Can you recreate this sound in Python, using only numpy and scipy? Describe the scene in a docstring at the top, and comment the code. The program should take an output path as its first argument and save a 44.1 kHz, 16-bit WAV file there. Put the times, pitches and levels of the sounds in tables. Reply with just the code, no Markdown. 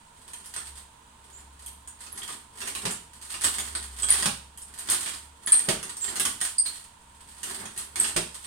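"""Chained sticks in a quiet room

Two sticks joined by a short chain are swung in a small room. The links rattle, ring and clack as they
snap taut, and squeak in their swivels; now and then a swivel cap clinks. The free stick swishes
through the air and slaps against the upper arm when it is caught. Underneath lies a bed of faint
hiss, thin whines and a low, swelling hum."""
import sys
import numpy as np
from scipy import signal
from scipy.fft import rfft, irfft, next_fast_len
from scipy.io import wavfile

SR = 44100
rng = np.random.default_rng(int(sys.argv[2]) if len(sys.argv) > 2 else 0)


def waveform_to_disk(signal):
    """Save audio, clipped to [-1, 1], as 16-bit WAV at the path in sys.argv[1]."""
    frames = np.transpose(np.atleast_2d(signal))
    scaled = np.clip(frames, -1, 1) * 32767
    samples = np.round(scaled).astype(np.int16)
    wavfile.write(sys.argv[1], SR, samples)


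N = 373086
TIME = np.arange(N) / SR
TAIL = 2 ** 14   # samples in which one hit dies away
LEFT_LAG = 27   # samples by which the direct sound reaches the left side later
CUTOFF_HZ = 16100

# decay of the room: (frequency [Hz], t60 [s])
ROOM_DECAY = [(100, 0.41), (700, 0.3439), (3000, 0.427), (9000, 0.384), (15000, 0.38)]
# how alike the two sides of diffuse sound are: (frequency [Hz], correlation [0-1])
STEREO_LIKENESS = [(130, .98), (260, 0.97), (500, 0.041), (15000, 0.061)]
# stereo tilt: (frequency [Hz], left minus right [dB])
STEREO_TILT = [(200, 0.5), (700, -4.5), (2400, -5.5), (5000, -5), (9000, -2.5), (13000, -3)]
# colour of the hiss: (frequency [Hz], relative level [dB])
HISS_SPECTRUM = [(25, 2.5), (50, 8), (160, 1.5), (250, 0), (400, -8), (700, -4), (1400, -3), (2100, -9.5),
                 (3300, -7), (5500, -16), (8800, -5), (12000, -24), (15500, -24)]
# faint steady whines, like a small fan's: (frequency [Hz], bandwidth [Hz], level [dB])
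WHINE_BANDS = [(457.6, 8.3, -74.5), (934.6, 94, -60), (1024, 35, -65.5)]
# the hum swells: (peak time [s], level [dB], half width [s])
SWELLS = [(.74, -52.5, 0.09), (1.6, -57, .3), (3.95, -47.5, 0.49), (5.25, -58, .12), (8.15, -61, 0.24)]
# strokes of the free stick: (start [s], length [s], rattle [dB], air [dB], change over the stroke [dB])
SWINGS = [(0.172, 0.25, -47, -69, 6), (0.545, 0.25, -42.5, -63, -6.5), (1.266, 0.14, -53.5, -60, -10),
          (1.556, .12, -48, -67, 13), (1.98, 0.17, -42.5, -68, 14), (2.153, 0.18, -36, -49.5, -5),
          (2.599, 0.31, -38, -45.5, 2.5), (3.14, 0.2, -41, -67, 12.5), (3.427, 0.24, -32.5, -47.5, -3.5),
          (3.769, 0.074, -41.5, -52, 4.5), (3.94, .07, -44.5, -57.5, -10), (4.014, 0.16, -28.5, -46, 10.5),
          (4.57, 0.32, -45, -58, 12), (4.898, 0.32, -36, -51.5, -20.5), (5.465, 0.13, -34, -51.5, 7),
          (5.674, 0.19, -39.5, -46.5, -6), (6.024, 0.036, -33, -51.5, 2.5), (6.117, 0.2, -33.5, -46, -3),
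          (6.42, 0.021, -29, -66, 8), (6.68, 0.14, -39, -61, -13.5), (7.14, 0.32, -47.5, -67, 7.5),
          (7.436, 0.22, -37.5, -45.5, 1), (7.774, 0.043, -36.5, -51, -6), (7.964, 0.12, -31, -44.5, -2.5),
          (8.336, 0.2, -37, -74, 2)]
# colour of the chain's clicks, with the microphone's bright resonance near 8.9 kHz:
# (frequency [Hz], relative level [dB])
CLICK_SPECTRUM = [(250, -25.5), (600, -17), (1000, -8.5), (1400, -7.5), (2000, -9), (2600, -12),
                  (3200, -4.5), (3700, -8.5), (4300, -6.5), (5900, -12), (7600, -5.5), (8950, 5.5),
                  (10000, -7), (12000, -14), (15500, -24)]
# colour of rushing air and flapping sleeve: (frequency [Hz], relative level [dB])
AIR_SPECTRUM = [(30, -58), (70, 0), (150, -8.5), (240, 1), (300, 1), (400, -1.5), (520, -8), (900, -4.5),
                (2000, -7), (6000, -68)]
# the chain snaps taut: (time [s], ring of the links [dB], clack of caps and stick [dB])
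CHAIN_SNAPS = [(.333, -39, -51), (.458, -43, -58.5), (.562, -33.5, -45), (1.661, -38, -79),
               (1.874, -40.5, -56.5), (2.005, -45, -55), (2.064, -52, -52), (2.175, -39.5, -50),
               (2.29, -60, -49), (2.615, -39, -42), (2.674, -35.5, -41.5), (2.75, -35, -40),
               (2.908, -32.5, -45), (3.34, -40, -41.5), (3.410, -35, -47), (3.437, -26.5, -37.5),
               (3.443, -22, -32), (3.583, -30.5, -38.5), (3.750, -31, -37.5), (4.031, -29, -38.5),
               (4.112, -50, -39.5), (4.143, -50, -39.5), (4.224, -29, -35), (4.574, -42.5, -57),
               (4.618, -40, -65), (4.787, -36, -53), (4.887, -35, -37), (4.899, -21.5, -48),
               (4.918, -28.5, -39), (5.060, -38, -41.5), (5.075, -41.5, -43), (5.135, -44, -46),
               (5.472, -31, -37), (5.523, -76, -38), (5.828, -35.5, -45), (5.894, -37.5, -45.5),
               (5.968, -35.5, -53), (6.079, -51, -44.5), (6.162, -36, -41), (6.197, -23, -34.5),
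               (6.206, -48, -41), (6.252, -25.5, -33), (6.412, -26, -37.5), (6.438, -32.5, -58),
               (6.659, -34, -48), (7.431, -34, -45), (7.655, -43, -47), (7.775, -31.5, -49),
               (7.957, -31.5, -40), (8.043, -40, -35.5)]
# short metal pings, mostly a swivel cap hit squarely, once (4.095 s) a swivel's brief chirp: (time [s], pitch
# [Hz], level [dB])
CLINKS = [(0.561, 1340, -45), (1.663, 3200, -53.5), (2.219, 3250, -42), (2.289, 1180, -45),
          (4.095, 2110, -40.5), (6.66, 4240, -36.5)]
# a swivel sticks and slips: (time [s], pitch [Hz], level [dB], length [s], left minus right [dB])
SWIVEL_SQUEAKS = [(1.328, 7170, -47, 0.054, -6), (2.122, 11060, -41.5, 0.012, -5),
                  (4.022, 8100, -25.5, 0.028, -8), (4.1035, 9300, -17.5, 0.007, 0),
                  (4.103, 12700, -43, 0.0078, -7), (5.461, 10230, -31.5, 0.0093, -2),
                  (5.520, 8750, -13, 0.013, 0.5), (6.010, 7490, -28, 0.05, -9),
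                  (6.581, 4850, -34.5, 0.0082, -12), (6.582, 8770, -19.5, 0.017, -1.5),
                  (7.998, 8350, -21, 0.0097, -3), (7.998, 11000, -32.5, 0.014, -3)]
# the stick is caught under the arm: (time [s], slap [dB], thud [dB], clap [dB])
ARM_CATCHES = [(2.851, -29, -38.5, -42.5), (4.255, -24, -35.5, -47.5), (5.685, -24, -37, -34),
               (8.161, -24, -40, -35)]
# bright slap of the catch: (frequency [Hz], relative level [dB])
SLAP_SPECTRUM = [(300, -13.5), (800, 6.5), (1100, 3.5), (2100, 0.5), (3200, 2.5), (6000, -1.5), (7600, 0.5),
                 (8900, 9), (11500, -10), (15500, -19)]
# deep thud of the arm: (frequency [Hz], relative level [dB])
THUD_SPECTRUM = [(55, -36), (100, -4), (145, 2.5), (215, 0.5), (290, -8.5), (600, -36.5)]
# hollow clap of the sleeve: (frequency [Hz], relative level [dB])
CLAP_SPECTRUM = [(180, -14), (280, -6.5), (380, 0.5), (500, -13), (620, -4.5), (850, -27), (1400, -39),
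                 (3000, -48)]


def from_db(db):
    """Decibels to gain."""
    return 10 ** (np.asarray(db) / 20)


def rms_one(x):
    """Scale to unit power."""
    return x / np.sqrt(np.mean(x ** 2) + 1e-20)


def at_hz(points, hz):
    """Read a table on a log-frequency axis."""
    f, value = np.transpose(points)
    return np.interp(np.log(np.maximum(hz, 1)), np.log(f), value)


def convolve(x, response):
    """Filter each channel, keeping the length."""
    return signal.oaconvolve(np.atleast_2d(x), np.atleast_2d(response), axes=1)[:, :x.shape[-1]]


def colour(x, spectrum, size=4096):
    """Minimum-phase EQ with the given spectrum and unit energy."""
    gain = from_db(at_hz(spectrum, np.linspace(0, SR / 2, size // 2 + 1)))
    cepstrum = irfft(np.log(gain))
    cepstrum[1:size // 2] *= 2
    cepstrum[size // 2 + 1:] = 0
    response = irfft(np.exp(rfft(cepstrum)))
    return convolve(x, response / np.linalg.norm(response))


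def drift(per_s, size=N):
    """Random wander of spread about 1, with per_s turning points a second."""
    knots = rng.standard_normal(4000)
    return np.interp(TIME[:size] * per_s, np.arange(len(knots)), knots)


def add(track, s, sound, db):
    """Lay a sound in at time s; db is its energy spread over a twentieth of a second."""
    at = max(round(s * SR), 0)
    track[:, at:at + TAIL] += (from_db(db) * np.sqrt(SR / 20 / TAIL) * rms_one(sound))[:, :N - at]


def diffuse(size):
    """Noise from all sides: centred in the bass, wide above."""
    mid, side = rfft(rng.standard_normal((2, size)))
    alike = at_hz(STEREO_LIKENESS, np.linspace(0, SR / 2, len(mid)))
    return irfft(np.sqrt(1 + alike) * mid + np.sqrt(1 - alike) * side * [[1], [-1]], size)


def room(direct_db=-8.0, early_db=6.0, early_s=0.028, first_echo_s=0.0014):
    """Direct sound, dense echoes from the near walls, then a tail that dies band by band."""
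    t, field = np.arange(TAIL) / SR, rfft(diffuse(TAIL))
    hz, tail = np.linspace(0, SR / 2, field.shape[1]), 0
    centres, decays = np.transpose(ROOM_DECAY)
    for t60, share in zip(decays, np.eye(len(centres))):
        band = at_hz(np.column_stack([centres, share]), hz)
        tail = tail + irfft(field * band, TAIL) * from_db(-60 * t / t60)
    tail = tail * from_db(early_db * np.exp(-t / early_s)) * (1 - np.exp(-t / first_echo_s))
    response = rms_one(tail) / np.sqrt(TAIL)
    response[[0, 1], [LEFT_LAG, 0]] += from_db(direct_db)
    return rms_one(response) / np.sqrt(TAIL)


def room_tone(hiss_db=-59):
    """A soft, wide hiss with a few narrow bands of noise whining in it."""
    size = next_fast_len(N)
    out = from_db(hiss_db) * colour(diffuse(size)[:, :N], HISS_SPECTRUM)
    draught = diffuse(size)[:, :N]
    for hz, width, db in WHINE_BANDS:
        band = signal.butter(2, [hz - width / 2, hz + width / 2], "band", fs=SR, output="sos")
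        out = out + from_db(db) * rms_one(signal.sosfilt(band, draught))
    return out


def hum(hz=68.6, waver_hz=2.26, rest_db=-65, waver_db=2.5):
    """A deep tone that wavers in pitch and level, with a few smooth swells."""
    phase = 2 * np.pi * np.cumsum(hz + waver_hz * drift(4.8)) / SR
    rest = from_db(rest_db + waver_db * drift(7.3))
    swells = sum(from_db(db) * np.exp(-((TIME - s) / width) ** 2) for s, db, width in SWELLS)
    return (rest + swells) * np.sqrt(2) * np.sin(phase)


def swing_envelopes(dangle_db=-66, links_db_per_s=(318.5, 246), air_db_per_s=(219, 222)):
    """Rattle and air envelopes in dB: strokes wind up and run down at the (attack, release) slopes."""
    links, air = from_db(dangle_db) ** 2, 1e-12   # the links never hang quite still
    for start, length, rattle_db, air_db, change_db in SWINGS:
        carry_db = change_db * (np.clip((TIME - start) / length, 0, 1) - .5)
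        outside_s = np.clip([start - TIME, TIME - start - length], 0, 1)   # before, after the stroke
        links = links + from_db(rattle_db + carry_db - np.dot(links_db_per_s, outside_s)) ** 2
        air = air + from_db(air_db + carry_db - np.dot(air_db_per_s, outside_s)) ** 2
    return 10 * np.log10(links), 10 * np.log10(air)


def link_spectrum(resonance_db, count=60):
    """The colour of the chain's clicks with the peaks and dips of one point of contact."""
    hz = np.geomspace(250, 15500, count)
    return np.column_stack([hz, at_hz(CLICK_SPECTRUM, hz) + resonance_db * rng.standard_normal(count)])


def rattle(places, level_db, per_s=220, uneven_db=7.5, trim_db=-1.5, jostle_db=1.5, jostle_per_s=45):
    """Links tick against each other, harder as the stick moves; each has its own place and colour."""
    out, force = 0, from_db(level_db + trim_db + jostle_db * drift(jostle_per_s))
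    count = int(per_s * N / SR / len(places))
    for walls in places:
        when, size, polarity = rng.random((4000, 3))[:count].T
        strength = from_db(uneven_db * np.minimum(-np.log(size), 3))   # many soft ticks, a few hard
        ticks = np.zeros(N)
        ticks[(when * N).astype(int)] = strength * np.sign(polarity - .5)
        link = colour(walls, link_spectrum(resonance_db=2.0))
        out = out + convolve(rms_one(ticks) * force, link)
    return out / np.sqrt(len(places))


def swish(walls, level_db, trim_db=-1.24, flutter_db=4.5):
    """Air breaks into eddies behind the flying stick and the sleeve."""
    eddies = rng.standard_normal(N) * from_db(level_db + trim_db + flutter_db * drift(30))
    return convolve(colour(eddies, AIR_SPECTRUM), walls)


def contacts(spread_s, light_db, firm_s=0, count=30):
    """The transient of a hit: a thinning spray of light touches and one firm contact at firm_s."""
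    delay = np.minimum(rng.exponential(1, count), 4) * spread_s
    clicks = np.zeros(TAIL)
    clicks[(delay * SR).astype(int)] = from_db(light_db) * rng.standard_normal(count)
    clicks[int(firm_s * SR)] = 1
    return clicks


def snaps(places, ring_db=-2.7, clack_db=0.2, knock_db=-4.0, tug_db=-11):
    """The chain jerks taut: links ring, caps clack, the stick knocks and the tug flaps the sleeve."""
    out = np.zeros((2, N))
    knock_top_hz, clack_top_hz = 2400, 6800
    highs = signal.butter(4, clack_top_hz, "high", fs=SR, output="sos")
    mids = signal.butter(4, [knock_top_hz, clack_top_hz], "band", fs=SR, output="sos")
    lows = signal.butter(4, knock_top_hz, "low", fs=SR, output="sos")
    for k, (s, ring, clack) in enumerate(CHAIN_SNAPS):
        touches = convolve(contacts(spread_s=.005, light_db=-22.5, firm_s=.001), places[k % len(places)])
        jerk = colour(touches, link_spectrum(resonance_db=4.5))
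        add(out, s, signal.sosfilt(highs, jerk), ring + ring_db)
        add(out, s, signal.sosfilt(mids, jerk), clack + clack_db)
        add(out, s, signal.sosfilt(lows, jerk), clack + knock_db)
        add(out, s, colour(touches, AIR_SPECTRUM), clack + tug_db)
    return out


def clinks(places, t60=0.013):
    """A metal swivel cap hit squarely, or a swivel's brief chirp, gives one tightly damped ping."""
    out, t = np.zeros((2, N)), np.arange(TAIL) / SR
    for k, (s, hz, db) in enumerate(CLINKS):
        ping = np.sin(2 * np.pi * hz * t) * from_db(-60 * t / t60)
        add(out, s, convolve(ping, places[k % len(places)]), db)
    return out


def squeaks(places, waver=0.011, waver_per_s=1300, rough=0.56, glide=0.022, octave_db=-25, beam_db=-10.5):
    """Metal slips on metal in a swivel: a brief, gritty whistle that the room draws out."""
    out, t = np.zeros((2, N)), np.arange(TAIL) / SR
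    for k, (s, hz, db, length, pan_db) in enumerate(SWIVEL_SQUEAKS):
        progress = np.minimum(t / length, 1)
        pitch = hz * (1 + waver * drift(waver_per_s, TAIL) + glide * (progress - .5))
        phase = 2 * np.pi * np.cumsum(pitch) / SR
        envelope = np.sqrt(np.abs(np.sin(np.pi * np.sqrt(progress))))
        grip = envelope * np.exp(rough * drift(waver_per_s, TAIL))
        octave = from_db(octave_db) * (2 * hz < CUTOFF_HZ) * np.sin(2 * phase)
        whistle = grip * (np.sin(phase) + octave)
        # high tones carry straight across the room
        beam = from_db(beam_db) * np.array([np.roll(whistle, LEFT_LAG), whistle])
        left, right = convolve(whistle, places[k % len(places)]) + beam
        add(out, s, np.array([from_db(pan_db) * rms_one(left), rms_one(right)]), db)
    return out


def catches(places, slap_db=0.1, thud_db=0.9, clap_db=3.2):
    """The stick lands: the arm thuds, the sleeve claps, and the chain piles up behind it."""
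    out = np.zeros((2, N))
    for (s, slap, thud, clap), walls in zip(ARM_CATCHES, places):
        pile_up = contacts(spread_s=.011, light_db=-24.5, firm_s=.003, count=70)
        blow = contacts(spread_s=.014, light_db=-20, count=12)
        add(out, s, convolve(colour(pile_up, SLAP_SPECTRUM), walls), slap + slap_db)
        add(out, s, convolve(colour(blow, THUD_SPECTRUM), walls), thud + thud_db)
        add(out, s, convolve(colour(blow, CLAP_SPECTRUM), walls), clap + clap_db)
    return out


def lean_right(x):
    """Above the bass the stereo image leans to the right."""
    size = next_fast_len(N + TAIL)
    tilt_db = at_hz(STEREO_TILT, np.linspace(0, SR / 2, size // 2 + 1))
    return irfft(rfft(x, size) * from_db(tilt_db * [[.5], [-.5]]), size)[:, :N]


def scene():
    """Hits and movement over the bed, in one room whose echoes differ for five places of the stick."""
    places = [room() for _ in range(5)]
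    links_db, air_db = swing_envelopes()
    hits = snaps(places) + clinks(places) + catches(places)
    movement = rattle(places, links_db) + swish(places[-1], air_db)
    bed = room_tone() + hum()
    return lean_right(hits + movement + bed) + squeaks(places)   # squeaks have their own panning


def record(dry, ceiling=0.9):
    """Any peak above the ceiling is clipped, and the top end is cut steeply."""
    high_cut = signal.ellip(10, .2, 80, CUTOFF_HZ, fs=SR, output="sos")
    return signal.sosfilt(high_cut, np.clip(dry, -ceiling, ceiling))


dry = scene()
out = record(dry)
waveform_to_disk(out)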